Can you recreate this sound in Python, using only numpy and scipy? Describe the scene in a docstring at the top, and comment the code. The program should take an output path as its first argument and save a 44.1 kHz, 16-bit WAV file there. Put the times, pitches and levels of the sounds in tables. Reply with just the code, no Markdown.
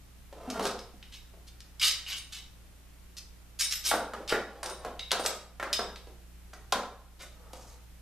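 """Steel bar clamps are slid open, knocked together and set on a wooden form on a workbench.
Bars and jaws ring when struck and chatter as they slide; the wood knocks and rubs, the bench thumps.
The work sits a touch right of a camera's stereo microphone, in a small workshop that answers each blow.
Behind it a motor hums faintly in rumble and hiss. The gain control ducks after the loudest blows."""
import sys
import numpy as np
from scipy import signal
from scipy.fft import rfft, irfft, next_fast_len
from scipy.io import wavfile
from scipy.ndimage import uniform_filter1d, minimum_filter1d, map_coordinates

SR = 44100
rng = np.random.default_rng(int(sys.argv[2]) if len(sys.argv) > 2 else 0)


def unload_wav(signal):
    """Save mono or channel-first audio to the path in sys.argv[1] as 16-bit WAV at rate SR, clipped to [-1, 1]."""
    wavfile.write(
        sys.argv[1],
        SR,
        np.round(np.clip(np.atleast_2d(signal).T, -1, 1) * 32767).astype(np.int16),
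    )


N = 353241
LIFE = int(.6 * SR)  # samples allowed for one ring or room tail

# A clamp meets wood. Each row: start in seconds, level in dB, contact hardness as a treble corner in Hz,
# seconds until it settles (up to 0.005 it lands flat).
WOOD_KNOCKS = [(0.326, -48, 950, 0.0025), (0.595, -32, 1160, 0), (0.653, -31.5, 1370, 0),
               (1.336, -59, 950, 0.00028), (3.913, -25.5, 1460, 0.024), (4.135, -37.5, 1570, 0.00023),
               (4.322, -27.5, 2101, 0.00095), (4.63, -38, 1530, 0.026), (4.848, -38, 1270, 0.00058),
               (5.116, -31.5, 1550, 0.014), (5.195, -32, 1130, 0.0012), (5.251, -32, 1510, 0.0036),
               (5.598, -36.5, 2040, 0.003), (5.627, -33.5, 1870, 0.0023), (5.791, -33.5, 1570, 0.0048),
               (6.071, -52.5, 851, 0), (6.532, -50, 1960, 0), (6.725, -24, 1360, .065),
               (7.533, -48, 1070, 0)]
# Steel meets steel. Each row: start in seconds, level in dB, ring against crack in dB, favoured ring in Hz.
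STEEL_CLINKS = [(0.501, -41, -7, 5850), (0.653, -38, -20, 5540), (0.79, -48.5, -4, 4954),
                (1.027, -52, -8, 3320), (1.604, -52.5, -17, 5270), (1.797, -38, 10, 4950),
                (1.912, -34.5, -9, 5600), (2.064, -41.5, 13, 2880), (2.119, -39, 1, 3057),
                (3.609, -32, -25, 6500), (3.621, -31.5, 8, 5514), (3.869, -35.5, 5, 11876),
                (4.277, -42.5, 2, 5097), (4.631, -39, 0, 8977), (4.66, -40, -11, 5514),
                (4.698, -43.5, 3, 8977), (4.993, -39, 2, 3916), (5.108, -37, -7, 3400),
                (5.116, -26, -22, 3900), (5.128, -35.5, -18, 3300), (5.198, -41, 5.5, 8977),
                (5.261, -27, -8.5, 7761), (5.729, -29, -1, 5100), (5.734, -31.5, -1.5, 3600),
                (5.959, -49.5, -6, 4300), (6.535, -55.5, -7, 6400), (6.723, -29, -17, 3620),
                (7.532, -52, -14, 12160)]
# A jaw scrapes along its bar. Each row: start and end in seconds, level in dB, swell in dB,
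# favoured ring in Hz at the start and at the end.
JAW_SLIDES = [(0.602, 0.716, -44, 2.5, 4750, 3870), (1.116, 1.164, -51, -2, 3230, 2900),
              (1.468, 1.49, -56.5, -2, 4600, 3500), (1.806, 1.888, -25, -0.5, 2800, 4000),
              (2.069, 2.139, -40.5, 2, 2700, 2900), (2.16, 2.19, -44.5, -0.5, 3800, 8977),
              (2.316, 2.396, -43.5, -4.5, 3400, 3140), (3.165, 3.188, -46.5, 3, 4550, 4900),
              (3.588, 3.66, -30.5, -5.5, 5430, 8977), (3.702, 3.775, -33, -7, 4660, 11876),
              (3.835, 3.903, -32, 1, 5070, 8977), (4.281, 4.32, -34.5, -4.5, 3120, 2700),
              (5.232, 5.27, -40.5, -2, 4570, 11876), (7.19, 7.245, -51, 0, 3580, 7100),
              (7.542, 7.762, -60, -1, 6400, 6520)]
# A clamp drags over wood. Each row: start and end in seconds, level in dB, contact hardness in Hz.
PAD_RUBS = [(0.343, 0.54, -49, 1160), (0.485, 0.697, -39.5, 1410), (3.841, 3.914, -54.5, 1310),
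            (4.147, 4.257, -49.5, 793), (4.287, 4.377, -33, 1880), (4.48, 4.64, -52, 890),
            (4.636, 4.724, -42.5, 1250), (4.771, 4.92, -51.5, 1300), (7.193, 7.243, -50.5, 2270),
            (7.337, 7.806, -61, 1250)]
# Dull thumps on the bench. Each row: start in seconds, level in dB, favoured ring in Hz.
BENCH_THUMPS = [(0.478, -37.5, 213), (0.52, -44, 210), (0.588, -40.5, 209), (0.6, -38, 445),
                (0.662, -43, 209), (0.936, -56, 240), (4.18, -46, 394), (4.325, -29.5, 437),
                (4.362, -33, 387), (4.85, -42, 690), (5.793, -38, 706), (6.755, -40.5, 246.6)]
# Modes of the bars and jaws, the wooden form on the bench, and the bench's frame.
# Each row: frequency in Hz, relative level in dB, seconds to fall 60 dB.
STEEL_MODES = [(2228, -3, .22), (2680, -8, .1), (2900, -4, .18), (3057, -3, .2), (3620, -1, .28),
               (3790, -1, .38), (3850, -1, .35), (4613, -4, .25), (4764, -4, .33), (5103, -2, .28),
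               (5514, -1, .3), (6390, -5, .25), (6490, -6, .22), (7693, -7, .22), (7817, -5, .25),
               (8977, -5, .28), (9787, -10, .18), (11876, -5, .24)]
WOOD_MODES = [(207, -3, .35), (242, -4, .25), (401, 0, .2), (520, -2, .2), (553, -3, .18), (641, -3, .22),
              (688, -1, .33), (759, 1, .22), (1032, -1, .17), (1268, 1, .17), (1400, -1, .17)]
BENCH_MODES = [(208, -3.5, 0.43), (247.3, -3, 0.39), (325.6, -3.5, 0.36), (403, 1.5, 0.25),
               (468, 4.5, 0.16), (718, 4.5, 0.22)]
# The short, dense part of a blow on steel and on wood. Each row: frequency in Hz, relative level in dB.
CRACK_SPECTRUM = [(100, -91), (600, -20), (1200, 0.5), (2000, 6.5), (3200, 9.5), (5200, 9), (7500, 3),
                  (10500, -2), (14000, -10), (16000, -75)]
KNOCK_SPECTRUM = [(50, -13), (120, -42), (200, -14), (330, -3.5), (520, 3.5), (750, 2), (950, -1.5),
                  (1300, 3.5), (3000, 4), (14000, -2)]
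# The workshop's reverberation. Each row: frequency in Hz, seconds to fall 60 dB.
ROOM_DECAY = [(150, 0.45), (400, 0.51), (1000, 0.56), (2800, 0.44), (7000, 0.4), (14000, 0.29)]
# The motor's lines. Each row: frequency in Hz, mean rms level in dB.
MOTOR_LINES = [(29.8, -63.5), (59.6, -54), (119.2, -71.5), (178.8, -69)]
# Still air with microphone hiss, and low rumble. Each row: frequency in Hz, relative level in dB.
AIR_SPECTRUM = [(120, 5), (200, -12.5), (291, -3), (453, -6.5), (1040, -9.5), (2780, -12), (4650, -15),
                (14000, -17)]
RUMBLE_SPECTRUM = [(10, -14.5), (25, -4), (50, -9.5), (90, -18), (160, -20.5), (260, -20.5), (600, -42)]
# Left-right likeness of the room tail and of the air. Each row: frequency in Hz, coherence from 0 to 1.
ROOM_COHERENCE = [(300, 1), (1000, 0.98), (2000, 0.92), (4000, 0.41), (8000, 0.0056), (12000, 0.2)]
AIR_COHERENCE = [(60, 0.44), (180, 0.38), (540, 0.32), (1630, 0.4), (4910, 0.1), (14800, 0.01)]


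def clinks():
    """Jaws and bars strike each other; a contact that favours low modes is duller, unless it is hard."""
    bright_hz, hard_blow_db, dull_db_per_octave = 5600, -33.5, 17.5
    track = np.zeros((2, N))
    for start, db, ring_db, ring_hz in STEEL_CLINKS:
        gentleness = 1 / (1 + np.exp(db - hard_blow_db))
        tilt_db = 2 - gentleness * dull_db_per_octave * max(np.log2(bright_hz / ring_hz), 0)
        clink = struck_steel(tilt_db, ring_db, ring_hz, t60=.013, rattle_hz=23.3)
        place(track, start, workshop(clink, wet_db=-2.5), db)
    return track


def slides():
    """A loose jaw chatters along its serrated bar in two overlapping grips, each with its own ring."""
    bright_hz, grit_hz = 5300, 4830
    track = np.zeros((2, N))
    for start, end, db, swell_db, start_hz, end_hz in JAW_SLIDES:
        grip_s = .58 * (end - start)
        for at, level_db, ring_hz in (start, db, start_hz), (end - grip_s, db + swell_db, end_hz):
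            tilt_db = 5.5 + 6.5 * min(np.log2(ring_hz / bright_hz), 0)
            # mostly grit on the middle modes; low and high ones ring out
            ring_db = min(-24 + 33.5 * abs(np.log2(ring_hz / grit_hz)), 1)
            # the moving jaw keeps disturbing the bar's modes
            bar = struck_steel(tilt_db, ring_db, ring_hz, t60=.015, rattle_hz=71)
            scrape = signal.fftconvolve(slips(grip_s, per_second=1200, uneven_db=8), bar)
            place(track, at, workshop(scrape, wet_db=-3.5), level_db, grip_s)
    return track


def knocks():
    """Clamp heads bump the wooden form, flat or edge first, and their own steel is jolted."""
    edge_thud_db, settle_thud_db, loss_db_per_s = -11.5, 3.5, 309
    track = np.zeros((2, N))
    for start, db, hard_hz, settle_s in WOOD_KNOCKS:
        contacts = [(start, db, contact_thud_db(hard_hz))]
        if settle_s > .005:  # edge first: the weight follows, the weaker the longer it rocks
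            settle_db = db + 4 - loss_db_per_s * settle_s
            contacts = [(start, db, edge_thud_db), (start + settle_s, settle_db, settle_thud_db)]
        for at, level_db, thud_db in contacts:
            knock = struck_wood(thud_db, hard_hz, t60=.022, ring_db=-11)
            place(track, at, workshop(knock, wet_db=-1), level_db)
        jolt = struck_steel(tilt_db=0, ring_db=-14, ring_hz=3080, t60=.009, rattle_hz=22.5)
        place(track, start, workshop(jolt, wet_db=2.5), db - 16)
    return track


def rubs():
    """Clamp pads judder over the wood, each slip a tiny knock."""
    track = np.zeros((2, N))
    for start, end, db, hard_hz in PAD_RUBS:
        judder = slips(end - start, per_second=450, uneven_db=2.5)
        form = struck_wood(contact_thud_db(hard_hz), hard_hz, t60=.027, ring_db=-13.5)
        drag = signal.fftconvolve(judder, form)
        place(track, start, workshop(drag, wet_db=-6), db, end - start)
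    return track


def thumps():
    """Soft pushes wake only the bench's low modes, most of all those near one pitch."""
    track = np.zeros((2, N))
    for start, db, ring_hz in BENCH_THUMPS:
        frame = ringing(BENCH_MODES, lambda hz: 13 * near(hz, ring_hz, .36), detune=.0056, rattle_hz=11)
        place(track, start, workshop(frame, wet_db=-16), db)
    return track


def struck_steel(tilt_db, ring_db, ring_hz, t60, rattle_hz):
    """A crack, its treble tilted by tilt_db an octave, plus bar modes favoured near ring_hz."""
    slope_db = lambda hz: tilt_db * np.log2(np.maximum(hz, 3000) / 5000)
    crack_db = lambda hz: along(CRACK_SPECTRUM, hz) + slope_db(hz) + 4 * near(hz + 1, ring_hz, .31)
    mode_db = lambda hz: 13 * near(hz + 1, ring_hz, .059) + .5 * slope_db(hz)
    crack = coloured(burst(t60), crack_db)
    ring = ringing(STEEL_MODES, mode_db, detune=.00162, rattle_hz=rattle_hz)
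    return crack / rms(crack) + amp(ring_db) * ring


def struck_wood(thud_db, hard_hz, t60, ring_db):
    """The form's answer: a heavy push wakes its low resonances, a soft contact takes away treble."""
    def contact_db(hz):
        shelf = 1 - 1 / (1 + (hz / hard_hz / 1.195) ** 8)
        rolloff_db = 7 * np.log10(1 + (hz / hard_hz / 2) ** 2)
        return thud_db * near(hz + 1, 290, .58) - 19 * shelf - rolloff_db

    knock = coloured(burst(t60), lambda hz: along(KNOCK_SPECTRUM, hz) + contact_db(hz))
    ring = ringing(WOOD_MODES, contact_db, detune=.0044, rattle_hz=15.7)
    return knock / rms(knock) + amp(ring_db) * ring


def contact_thud_db(hard_hz):
    """A softer contact lasts longer and so wakes more of the wood's bass."""
    return 1 + 2.5 * np.log2(1500 / hard_hz)


def burst(t60):
    """Countless short-lived modes: evened-out noise that swells as the blow spreads, then dies."""
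    age = np.arange(LIFE) / SR / t60
    noise = rng.standard_normal(LIFE) * age ** .5 * np.exp(-np.log(1000) * age)
    power = np.abs(uniform_filter1d(np.abs(rfft(noise[:2048])) ** 2, size=21))
    return coloured(noise, lambda hz: -10 * np.log10(power + 1e-9))


def ringing(modes, weight_db, detune, rattle_hz):
    """Decaying modes of rms 1; each grip shifts their pitches and strengths, loose joints blur them."""
    hz, db, t60 = np.transpose(modes)[:, :, None]
    t = np.arange(LIFE) / SR
    strength = amp(db + weight_db(hz) + 2 * rng.standard_normal(hz.shape))
    strength *= rng.choice([-1, 1], hz.shape)
    pitch = hz * (1 + detune * rng.standard_normal(hz.shape))
    # a random walk of phase widens each mode to rattle_hz
    drift = np.cumsum(rng.uniform(-1, 1, (len(hz), LIFE)), axis=1) * np.sqrt(6 * np.pi / SR * rattle_hz)
    decay = np.exp(-np.log(1000) * t / t60)
    ring = np.sum(strength * decay * np.sin(2 * np.pi * pitch * t + drift), axis=0)
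    return ring / rms(ring)


def slips(seconds, per_second, uneven_db):
    """Stick and slip: tiny blows of uneven size at random times under one stroke."""
    stroke = np.arange(LIFE) / SR / max(seconds, .01)
    sizes = amp(uneven_db * np.clip(rng.standard_normal(LIFE), -2, 2)) * rng.choice([-1, 1], LIFE)
    slipping = rng.random(LIFE) < per_second / SR
    arch = np.abs(np.sin(np.pi * stroke)) ** .5
    return (slipping * sizes * arch)[stroke < 1]


def workshop(x, wet_db):
    """At the microphone: direct sound, weak bounces off the bench, a tail whose bass builds slowly."""
    hz, t, noise = signal.stft(rng.standard_normal((2, LIFE)), SR, nperseg=256)
    hz = hz[:, None]
    build = 1 - np.exp(-t * (np.minimum(hz, 1500) + 50) / 8)
    bass_lift = amp(6 / (1 + (hz / 450) ** 2))
    decay = np.exp(-np.log(1000) * t / along(ROOM_DECAY, hz))
    tail = signal.istft(noise * build * bass_lift * decay, SR, nperseg=256)[1]
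    tail = spread(tail, ROOM_COHERENCE)
    answer = amp(wet_db) * tail / np.linalg.norm(tail[0])
    answer[:, 0] += 1  # direct sound
    bounces = (rng.uniform(.002, .014, 6) * SR).astype(int)
    answer[:, bounces] += .22 * rng.choice([-1, 1], 6)
    return signal.fftconvolve(x[None], answer, axes=1)


def motor_hum():
    """A faint, slightly unsteady motor, a shade louder on the right and slowly swelling."""
    clock = np.arange(N) / SR + .0004 * wobble(1.5)
    hum = sum(amp(db) * np.sqrt(2) * np.sin(2 * np.pi * (hz * clock + rng.random()))
              for hz, db in MOTOR_LINES)
    swell_db = .7 * wobble(2.82) + np.linspace(-1.2, 1.5, N)
    return hum * amp(swell_db) * amp([[-.7], [.7]])


def room_tone(spectrum, db):
    """Steady noise under the work, spread wide across the microphone pair."""
    noise = spread(rng.standard_normal((2, N)), AIR_COHERENCE)
    noise = filtered(noise, lambda hz: amp(along(spectrum, hz)))
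    return amp(db) * noise / rms(noise)


def from_the_right(x, lag_s):
    """The sound reaches the left microphone port a moment after the right one."""
    return filtered(x, lambda hz: np.exp(np.array([[-1j], [1j]]) * np.pi * hz * lag_s))


def gain_control(x, limit_db, hold_s, release_s):
    """Loud sound pulls the gain down at once; it stays down a while, then creeps back."""
    def past(seconds):
        half = int(seconds * SR / 2)
        return dict(size=2 * half + 1, origin=half, mode="nearest")

    power = np.abs(uniform_filter1d(np.mean(x ** 2, axis=0), **past(.004))) + 1e-12
    cut_db = np.minimum(limit_db - 10 * np.log10(power), 0)
    held_db = minimum_filter1d(cut_db, **past(hold_s))
    return x * amp(np.minimum(held_db, uniform_filter1d(held_db, **past(release_s))))


def place(track, at, sound, db, seconds=.025):
    """Add a sound so that its first stretch has the given rms level."""
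    start = max(round(at * SR), 0)
    part = sound[:, :N - start]
    opening = sound.mean(0)[:int(max(seconds, .01) * SR)]
    track[:, start:start + part.shape[1]] += amp(db) * part / rms(opening)


def amp(db):
    return 10 ** (np.asarray(db) / 20)


def rms(x):
    return np.sqrt(np.mean(x ** 2) + 1e-20)


def near(hz, centre_hz, width):
    """A bell of height 1 on a log frequency axis."""
    return np.exp(-(np.log(hz / centre_hz) / width) ** 2)


def along(points, hz):
    """Interpolate (Hz, value) points on a log axis."""
    knots_hz, values = np.transpose(points)
    return np.interp(np.log(hz + 1), np.log(knots_hz + 1), values)


def filtered(x, response):
    """Apply a gain given as a function of frequency."""
    n = x.shape[-1]
    padded = next_fast_len(n + 4096)
    return irfft(rfft(x, padded) * response(np.fft.rfftfreq(padded, 1 / SR)), padded)[..., :n]


def coloured(x, db_of_hz, size=2048):
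    """Minimum-phase colour: nothing sounds before the blow."""
    cepstrum = irfft(np.log(amp(db_of_hz(np.fft.rfftfreq(size, 1 / SR))) + 1e-6))
    cepstrum[1:size // 2] *= 2
    cepstrum[size // 2 + 1:] = 0
    return signal.fftconvolve(x, irfft(np.exp(rfft(cepstrum))))[:len(x)]


def spread(pair, coherence):
    """Two unrelated noises become left and right of a given likeness."""
    turn = lambda hz: np.arccos(np.clip(along(coherence, hz), -1, 1)) / 2
    mid, side = filtered(pair, lambda hz: np.array([np.cos(turn(hz)), np.sin(turn(hz))]))
    return np.array([mid + side, mid - side])


def wobble(rate):
    """A smooth random curve, rate knots a second."""
    return map_coordinates(rng.standard_normal(int(N * rate / SR) + 4), [np.arange(N) * rate / SR])


def scene():
    """Clamp work just right of the microphone's axis, with motor, hiss and rumble behind it."""
    handling = from_the_right(clinks() + slides() + knocks() + rubs() + thumps(), lag_s=15e-6)
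    return handling + motor_hum() + room_tone(AIR_SPECTRUM, db=-59) + room_tone(RUMBLE_SPECTRUM, db=-59.5)


def record(dry):
    """The camera rides its gain, rounds off the tallest peaks and keeps nothing above its band limit."""
    ceiling, top_hz = .27, 14300
    ducked = gain_control(dry, limit_db=-21, hold_s=.38, release_s=.16)
    rounded = ducked / (1 + (ducked / ceiling) ** 4) ** .25
    return filtered(rounded, lambda hz: hz < top_hz)


dry = scene()
out = record(dry)
unload_wav(out)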